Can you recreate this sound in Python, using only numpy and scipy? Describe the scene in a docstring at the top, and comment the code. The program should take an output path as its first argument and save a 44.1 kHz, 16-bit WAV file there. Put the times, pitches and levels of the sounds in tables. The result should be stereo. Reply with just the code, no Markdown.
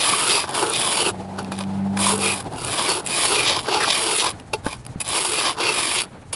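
"""A hollow plastic case, a pencil held against it, is dragged to and fro over rough concrete.
It slides left and right before a stereo microphone, at the foot of a garage door that reflects it.
Sand grains catch its edge and ring the case; at the turns it rocks, knocks and crunches loose grit.
Farther off, the street outside rumbles, and an engine swells and fades around the first long pause."""
import sys
import numpy as np
from scipy import signal
from scipy.fft import rfft, irfft, next_fast_len
from scipy.io import wavfile

SR = 44100
rng = np.random.default_rng(int(sys.argv[2]) if len(sys.argv) > 2 else 0)


def transcribe(u):
    """Save the signal u as a 16-bit wav file named by the first command-line argument.

    u: samples, shape (n,) or (channels, n), limited to [-1, 1]; the rate is SR.
    q: integer samples, one column per channel.
    """
    v = np.clip(np.atleast_2d(u).T, -1, 1)
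    q = np.round(v * 32767).astype(np.int16)
    wavfile.write(sys.argv[1], SR, q)


N = 280035
TIME = np.arange(N) / SR


def amp(db):
    """Decibels to gain."""
    return 10 ** (np.asarray(db) / 20)


def unit_rms(x):
    """Scales to rms 1."""
    return x / np.sqrt(np.mean(x ** 2) + 1e-20)


def gain_at(spectrum, hz):
    """Gain of a (frequency [Hz], level [dB]) curve, joined on a log axis."""
    corners, db = np.transpose(spectrum)
    return amp(np.interp(np.log(hz + 1), np.log(corners + 1), db))


def add(mix, s, sound):
    """Mixes a sound in at time s."""
    part = mix[..., max(round(s * SR), 0):][..., :sound.shape[-1]]
    part += sound[..., :part.shape[-1]]


def wander(hz):
    """Slow random drift of rms 1, up to about hz."""
    step = 64
    count = next_fast_len(N // step + 2)
    f = np.fft.rfftfreq(count, step / SR)
    slow = irfft(rfft(rng.standard_normal(count)) / (1 + (f / hz) ** 4), count)
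    return unit_rms(np.interp(np.arange(N) / step, np.arange(count), slow))


def hump(s, half_width):
    """A bell curve of height 1 around time s."""
    return np.exp(-np.minimum(((TIME - s) / half_width) ** 2, 20))


def resonate(x, hz, width):
    """A resonance of gain 1 that follows the pitch hz."""
    turn = np.exp(2j * np.pi * np.cumsum(hz * np.ones(len(x))) / SR)
    pole = np.exp(-np.pi * width / SR)
    return 2 * (turn * signal.lfilter([1 - pole], [1, -pole], x / turn + 1e-18)).real


def place():
    """Where the case is, seen from the microphone: positive is left."""
    # its path: (time [s], leftward position [dB])
    path = [(0.0, 2), (0.5, -5), (1.15, 0.5), (1.38, -4.5), (1.95, -2), (2.39, -1.5), (2.55, -2),
            (3.08, -0.5), (3.62, -6.5), (4.35, 1.5), (5, 0.5), (5.58, -6), (6.05, 1)]
    return np.interp(TIME, *np.transpose(path))


def hand(hollow_from_db=-2.5):
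    """Each push speeds up, holds and slows; returns speed and the levels of (boom, rasp, fizz)."""
    # pushes and shifts of grip: (start [s], length [s], speeding up [s], slowing [s], edge rasp [dB],
    # swell over the push [dB], case boom re rasp [dB], sand fizz re rasp [dB])
    strokes = [(0.0, 0.48, 0.001, 0.12, -21.5, 1, -5.5, 1), (0.46, 0.079, 0.025, 0.031, -37, -1, 3.5, 2),
               (0.518, 0.19, 0.046, 0.14, -23.5, -0.5, 1, 4.5), (0.593, 0.53, 0.21, 0.042, -24.5, 2, 0, 1),
               (1.348, 0.089, 0.028, 0.044, -46, -3, 8.5, -4.0),
               (1.505, 0.19, 0.025, 0.159, -38.5, 5, 2, 0.5), (1.956, 0.24, 0.11, 0.11, -21.5, -2, -0.5, 3),
               (2.16, 0.3, 0.094, 0.2, -24, -5, -1.5, 1.5),
               (2.477, 0.56, 0.27, 0.14, -26.5, 9.5, -1.5, -0.0),
               (3.018, 0.69, 0.21, 0.203, -21.5, 1, -3.5, 1),
               (3.624, 0.72, 0.16, 0.12, -22, -0.5, -3, -1.5), (4.63, 0.16, 0.033, 0.087, -35.5, -3, 1, -2),
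               (5.018, 0.548, 0.15, 0.088, -25.5, 4, -4, 4.0),
               (5.553, 0.51, 0.1, 0.083, -22.5, -3, -4.5, -0.5)]
    # the edge bites deeper (+) or skips (-): (time [s], half width [s], bite [dB])
    catches = [(0.038, 0.21, 2), (1.05, 0.047, 1), (2.792, 0.02, 4), (2.874, 0.04, 5), (3.452, 0.12, 0),
               (3.625, 0.026, -12.5), (4.178, 0.027, -8.5), (4.275, 0.016, 5.0), (5.154, 0.075, 5.5),
               (5.458, 0.044, 4)]
    # power of speed that each level follows: (boom, rasp, fizz)
    speed_power = (1.0, 1.67, 1.58)
    # response to a bite: (boom, rasp, fizz) [dB/dB]
    catch_share = (1.32, .86, -0.17)
    speeds, level = np.zeros(N), np.zeros((3, N))
    for start, length, rise, fall, db, swell_db, boom_db, fizz_db in strokes:
        t = np.arange(0, length, 1 / SR)
        speed = np.sin(np.pi / 2 * np.minimum(t / rise, 1))
        speed *= np.sin(np.pi / 2 * np.clip((length - t) / fall, 0, 1))
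        pressure = amp(db + swell_db * (t / length - .5) + np.array([[boom_db], [0], [fizz_db]]))
        add(level, start, pressure * speed ** np.array(speed_power)[:, None])
        add(speeds, start, speed)
    bite_db = sum(db * hump(s, half) for s, half, db in catches)
    # far to the right the scrape turns hollow: more boom, less fizz
    hollow_db = np.outer((0.93, 0.05, -3.03), np.maximum(hollow_from_db - place(), 0))
    return speeds, level * amp(np.outer(catch_share, bite_db) + hollow_db)


def grains(per_s, spread_db):
    """Random sand impacts of mean power 1: many small, a few large, their size capped."""
    size = amp(spread_db * np.minimum(rng.exponential(1, N), 3.2)) * rng.choice([-1., 1.], N)
    hits = rng.random(N) < per_s / SR
    return unit_rms(size * hits / np.sqrt(per_s))


def scrape(level, grains_per_s=7000, shared=0.82):
    """Forces on the sliding edge as (boom, rasp, fizz); a slow edge meets fewer grains and crackles."""
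    level = level * amp([[-1], [-.5], [0.5]])
    per_s = grains_per_s * np.clip(level[1] / amp(-25), .06, 1.5)
    common = grains(per_s, spread_db=4.5)
    separate = np.array([grains(per_s, spread_db=5.0) for _ in level])
    force = np.sqrt(shared) * common + np.sqrt(1 - shared) * separate
    # the case hops over the concrete; coarse stones shake its body, fine sand only the edge
    judder_db = 1.45 * wander(hz=58)
    band_judder_db = [1.72 * wander(hz=43.3), np.zeros(N), 0.58 * wander(hz=91)]
    return level * force * np.array([unit_rms(amp(judder_db + db)) for db in band_judder_db])


def contact(forces):
    """Plastic on concrete: each force sounds through a broad, minimum-phase response of unit energy."""
    # spectra of case boom, edge rasp and sand fizz: (frequency [Hz], relative level [dB])
    boom = [(60, -56), (150, -25), (250, -10.5), (350, 1), (560, -3.5), (800, -3.5), (1150, -3),
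            (1500, -3.5), (2000, -14), (3500, -32)]
    rasp = [(500, -58), (1200, 6.5), (1900, 1), (2400, 4.5), (3000, 4.5), (3700, 3), (4200, -0.5),
            (5000, 2), (6100, -6), (7500, -21.5), (11000, -24.5)]
    fizz = [(2500, -83), (5500, -25.5), (6500, -3), (7400, 3), (8400, 5.5), (9400, 11), (10900, 11),
            (12500, -20.5)]
    hz = abs(np.fft.fftfreq(4096, 1 / SR))
    out = np.zeros(N)
    for force, spectrum in zip(forces, (boom, rasp, fizz)):
        log_gain = np.log(gain_at(spectrum, hz))
        response = np.fft.ifft(np.exp(signal.hilbert(log_gain).conj())).real
        out += signal.oaconvolve(force, response / np.linalg.norm(response))[:N]
    return out


def case_ring(rubbed, struck, shifting_db=8.0, bend=0.022):
    """Each mode swells and fades as the contact point moves, and bends with the pressure of the hand."""
    # modes of the shell: (frequency [Hz], width [Hz], gain rubbed [dB], gain struck [dB])
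    modes = [(430.6, 11.3, -10.5, -34), (860, 33, -15, -1.5), (968, 77, -10, -50), (1415, 44, -48, -31),
             (2455, 100, -13, -12), (2770, 60, -20, -9), (3430, 1100, -8, -36), (4520, 52, -13, -14),
             (7260, 570, -35, -47), (9000, 180, -58, -14)]
    out = np.zeros(N)
    for hz, width, rub_db, hit_db in modes:
        band = np.searchsorted([1700, 6200], hz)  # boom, rasp or fizz
        coupling = unit_rms(amp(shifting_db * wander(hz=11)))
        drive = amp(rub_db) * coupling * rubbed[band] + amp(hit_db) * struck[band]
        pitch = hz * (1 + bend * wander(hz=2.4))
        out += resonate(drive, pitch, width) / np.sqrt(np.pi * width / SR)
    return out


def squawks(gain_db=-1, chatter_db=3.5, width_hz=460):
    """The edge sticks and slips, singing hoarsely; its pitch slides as the contact point moves."""
    # (start [s], end [s], start pitch [Hz], end pitch [Hz], level [dB])
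    glides = [(0, 0.365, 1110, 1200, -27.5), (0.252, 0.444, 4800, 4800, -28),
              (0.682, 0.98, 3620, 3100, -29.5), (0.957, 1.106, 3260, 2680, -28),
              (0.904, 1.103, 4700, 4450, -35), (2.206, 2.36, 2440, 2490, -27),
              (3.706, 3.776, 935, 725, -22.5), (3.796, 3.864, 2140, 1180, -22),
              (3.873, 3.883, 940, 900, -17.5), (3.878, 3.97, 3800, 3500, -39), (5.38, 5.52, 1120, 940, -27),
              (5.894, 6.03, 2500, 2530, -30.5)]
    out = np.zeros(N)
    slips = rng.standard_normal(N) * amp(chatter_db * wander(hz=70))
    for start, end, from_hz, to_hz, db in glides:
        length = max(round((end - start) * SR), SR // 100)
        drive = slips[round(start * SR):][:length]
        hz = np.geomspace(from_hz, to_hz, len(drive))
        tone = unit_rms(resonate(resonate(drive, hz, width_hz), hz, width_hz))
        add(out, start, amp(gain_db + db) * tone * signal.windows.tukey(len(tone), .5))
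    return out


def echoes(x, t60):
    """Dense reflections of unit energy, different in each channel."""
    t = np.arange(SR // 2) / SR
    taps = rng.standard_normal((2, len(t))) * amp(-60 * t / t60) * (t > .0005)
    taps /= np.linalg.norm(taps, axis=1, keepdims=True)
    return signal.oaconvolve(x[None], taps, axes=1)[:, :N]


def doorway(x, early_db=-9, tail_db=-30, changes_per_s=2.6):
    """Quick reflections off the nearby door and ground keep shifting; a faint tail follows."""
    travel = 2 * np.pi * changes_per_s * TIME
    phases = np.arange(4) * np.pi / 4
    early = sum(echoes(x * np.cos(travel + phase), t60=0.015) for phase in phases) / np.sqrt(2)
    return amp(early_db) * early + amp(tail_db) * echoes(x, t60=1.0)


def wash(spectrum, width, uneven_db=3.0):
    """Distant tyres and engines: dull, uneven noise, nearly alike in both channels."""
    colour = gain_at(spectrum, np.fft.rfftfreq(N, 1 / SR))
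    mid, side = (unit_rms(irfft(rfft(rng.standard_normal(N)) * colour, N)) for _ in range(2))
    return amp(uneven_db * wander(hz=20)) * np.array([mid + width * side, mid - width * side])


def traffic(street_db=-46, nearest_s=1.87, near_for_s=1.55, passing_db=-35):
    """The steady street, its deep rumble, and one vehicle whose roar falls off with distance."""
    # spectra of street, rumble and vehicle: (frequency [Hz], relative level [dB])
    street = [(30, -41), (80, -33), (130, 1), (220, 0), (350, -5.5), (850, -10), (1300, -13.5), (1800, -16),
              (3000, -25.5), (4500, -29), (6300, -96), (11000, -110)]
    deep = [(20, -14), (45, -5.5), (75, -0.5), (125, 5), (180, -11), (300, -34)]
    roar = [(40, -38), (90, -7), (145, -2), (240, -4.5), (340, -6), (550, -9.5), (820, -2.5), (1100, -16.5),
            (2000, -25.5), (4500, -29.5), (6200, -36), (11000, -34.5)]
    # swells of the rumble: (time [s], half width [s], relative level [dB])
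    swells = [(2.6, .17, -45), (3.479, 0.19, -45), (4.72, .35, -47), (6.2, .17, -54)]
    rumble = amp(-51.5) + sum(amp(db) * hump(s, half) for s, half, db in swells)
    distance = np.hypot(1, (TIME - nearest_s) / near_for_s)  # 1 at its nearest
    return (amp(street_db) * wash(street, width=0.19)
            + amp(3) * rumble * wash(deep, width=0.034)
            + amp(passing_db) / distance ** 1.8 * wash(roar, width=0.38))


def knocks(gain_db=-3, rise_s=0.0016, lead_s=.01):
    """The case tips and hits the ground on a short crunch of grains: forces as (boom, rasp, fizz)."""
    # (time [s], level [dB], boom re rasp [dB], fizz re rasp [dB], decay time [s])
    landings = [(0.441, -30, 15.5, -15, 0.0071), (0.493, -22, 6.5, 0, 0.0032), (1.389, -25.5, 8, -2, 0.011),
                (1.520, -25, 10.5, 0, 0.0054), (1.609, -19.5, 3.5, -11, 0.0032),
                (1.973, -17, -17, -9, .004), (4.535, -14.5, 0, -6, 0.009), (4.665, -32.5, 21.5, -3, 0.0062),
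                (5.004, -19, -7.5, 6, 0.0097), (5.014, -20, -10, 7.5, 0.006), (5.605, -24, 7, -13, .006),
                (6.33, -18.5, -3, 5, 0.018)]
    force, t = np.zeros((3, N)), np.arange(SR // 10) / SR
    for s, db, boom_db, fizz_db, decay_s in landings:
        envelope = np.exp(np.minimum((t - lead_s) / rise_s, (lead_s - t) / decay_s))
        crunch = rng.standard_normal(len(t)) * envelope
        add(force, s - lead_s, amp(gain_db + db + np.array([[boom_db], [0], [fizz_db]])) * crunch)
    return force


def loose_grit(speed, rasp, per_s=20, over_rasp_db=1, scatter_db=7, bright_db=4):
    """Loose grit cracks at random while the edge is slow: extra rows for snaps()."""
    slow = (speed > .05) & (speed < .6)
    onsets = np.flatnonzero(slow & (rng.random(N) < per_s / SR))
    db = 20 * np.log10(rasp + 1e-9) + over_rasp_db + scatter_db * rng.standard_normal(N)
    return [(i / SR, db[i], bright_db) for i in onsets]


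def snaps(loose, gain_db=7, decay_s=0.0015):
    """Single grains break under the edge: forces as (boom, rasp, fizz)."""
    # the coarsest grains: (time [s], level [dB], brightness [dB])
    coarse = [(0.51, -17.5, 0), (.699, -19.5, 11), (.736, -18, 6), (1.446, -20, -15), (1.589, -10.5, -7.5),
              (1.638, -16.5, -24.5), (2.160, -20, 6), (2.179, -20, 8.5), (2.336, -18, -4), (1.429, -29, -2),
              (2.648, -13, 3), (3.063, -10.5, -1), (3.072, -12, 3), (4.399, -21.5, -10), (4.851, -24.5, -5),
              (4.865, -19, -0.5), (5.079, -14.5, 5), (5.088, -17, 10), (6.018, -5, -8)]
    force, t = np.zeros((3, N)), np.arange(SR // 10) / SR
    splinters = rng.standard_normal(N + len(t))
    for s, db, bright_db in list(coarse) + loose:
        crack = splinters[round(s * SR):][:len(t)] * np.exp(-t / decay_s)
        bands = amp(gain_db + db + np.array([[-10], [0], [bright_db + 8]]))
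        add(force, s, bands * crack / np.linalg.norm(crack))
    return force


def engine(firing_db=-35, firing_follows=0.6):
    """Out in the street an engine pulls slowly up and eases off; its second order booms in the exhaust."""
    # (time [s], firing rate [Hz], level [dB])
    revs = [(.95, 93.5, -47), (1.15, 94.7, -34.5), (1.55, 96.8, -30), (1.85, 97.8, -21), (2.2, 99.7, -27.5),
            (2.351, 98.2, -35), (2.45, 88.5, -46), (2.95, 80.7, -55)]
    # exhaust tones: (multiple of the firing rate, relative level [dB])
    orders = [(1.5, -18), (2, -1.5), (3, -21.5), (4, -29)]
    s, hz, db = np.transpose(revs)
    rate = np.interp(TIME, s, hz) * (1 + 0.001 * wander(hz=13))
    phase = 2 * np.pi * np.cumsum(rate) / SR
    level_db = np.interp(TIME, s, db)
    exhaust = sum(amp(level_db + order_db + .5 * wander(hz=6.3)) * np.sin(order * phase)
                  for order, order_db in orders)
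    firing = amp(firing_db + firing_follows * (level_db - db.max()) + wander(hz=21)) * np.sin(phase)
    fade = np.interp(TIME, [s[0], s[1], s[-2], s[-1]], [0, 1, 1, 0])
    return np.sqrt(2) * (exhaust + firing) * fade


def bumps(rise_s=0.0003):
    """The hand sets the case down: dull, low tones that die at once."""
    # (time [s], level [dB], pitch [Hz], t60 [s])
    blows = [(4.543, -27.5, 425, 0.073), (4.6651, -13, 300, 0.017), (4.959, -20.5, 174, 0.025)]
    out, t = np.zeros(N), np.arange(SR // 5) / SR
    for s, db, hz, t60 in blows:
        envelope = amp(db - 60 * t / t60) * (1 - np.exp(-t / rise_s))
        add(out, s, 2 * envelope * np.sin(2 * np.pi * hz * t))
    return out


def scene(struck_db=-2, contact_db=-3, ring_db=-4.0, spread=0.8):
    """The case crosses to and fro in the foreground, with the street behind it."""
    speed, level = hand()
    rubbed = scrape(level)
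    loose = loose_grit(speed, rasp=level[1])
    struck = amp(struck_db) * (knocks() + snaps(loose))
    case = amp(contact_db) * contact(rubbed + struck) + amp(ring_db) * case_ring(rubbed, struck)
    case += squawks() + bumps()
    pan_db = spread * place()
    street = traffic() * amp([[-.2], [.2]]) + engine() * amp([[-1.4], [1.2]])
    return (case + doorway(case)) * amp([pan_db / 2, -pan_db / 2]) + street


def record(dry):
    """The recorder cuts the top treble steeply."""
    lowpass = signal.firwin(801, cutoff=11080, window=("kaiser", 8), fs=SR)
    return signal.oaconvolve(dry, lowpass[None], "same")


dry = scene()
out = record(dry)
transcribe(out)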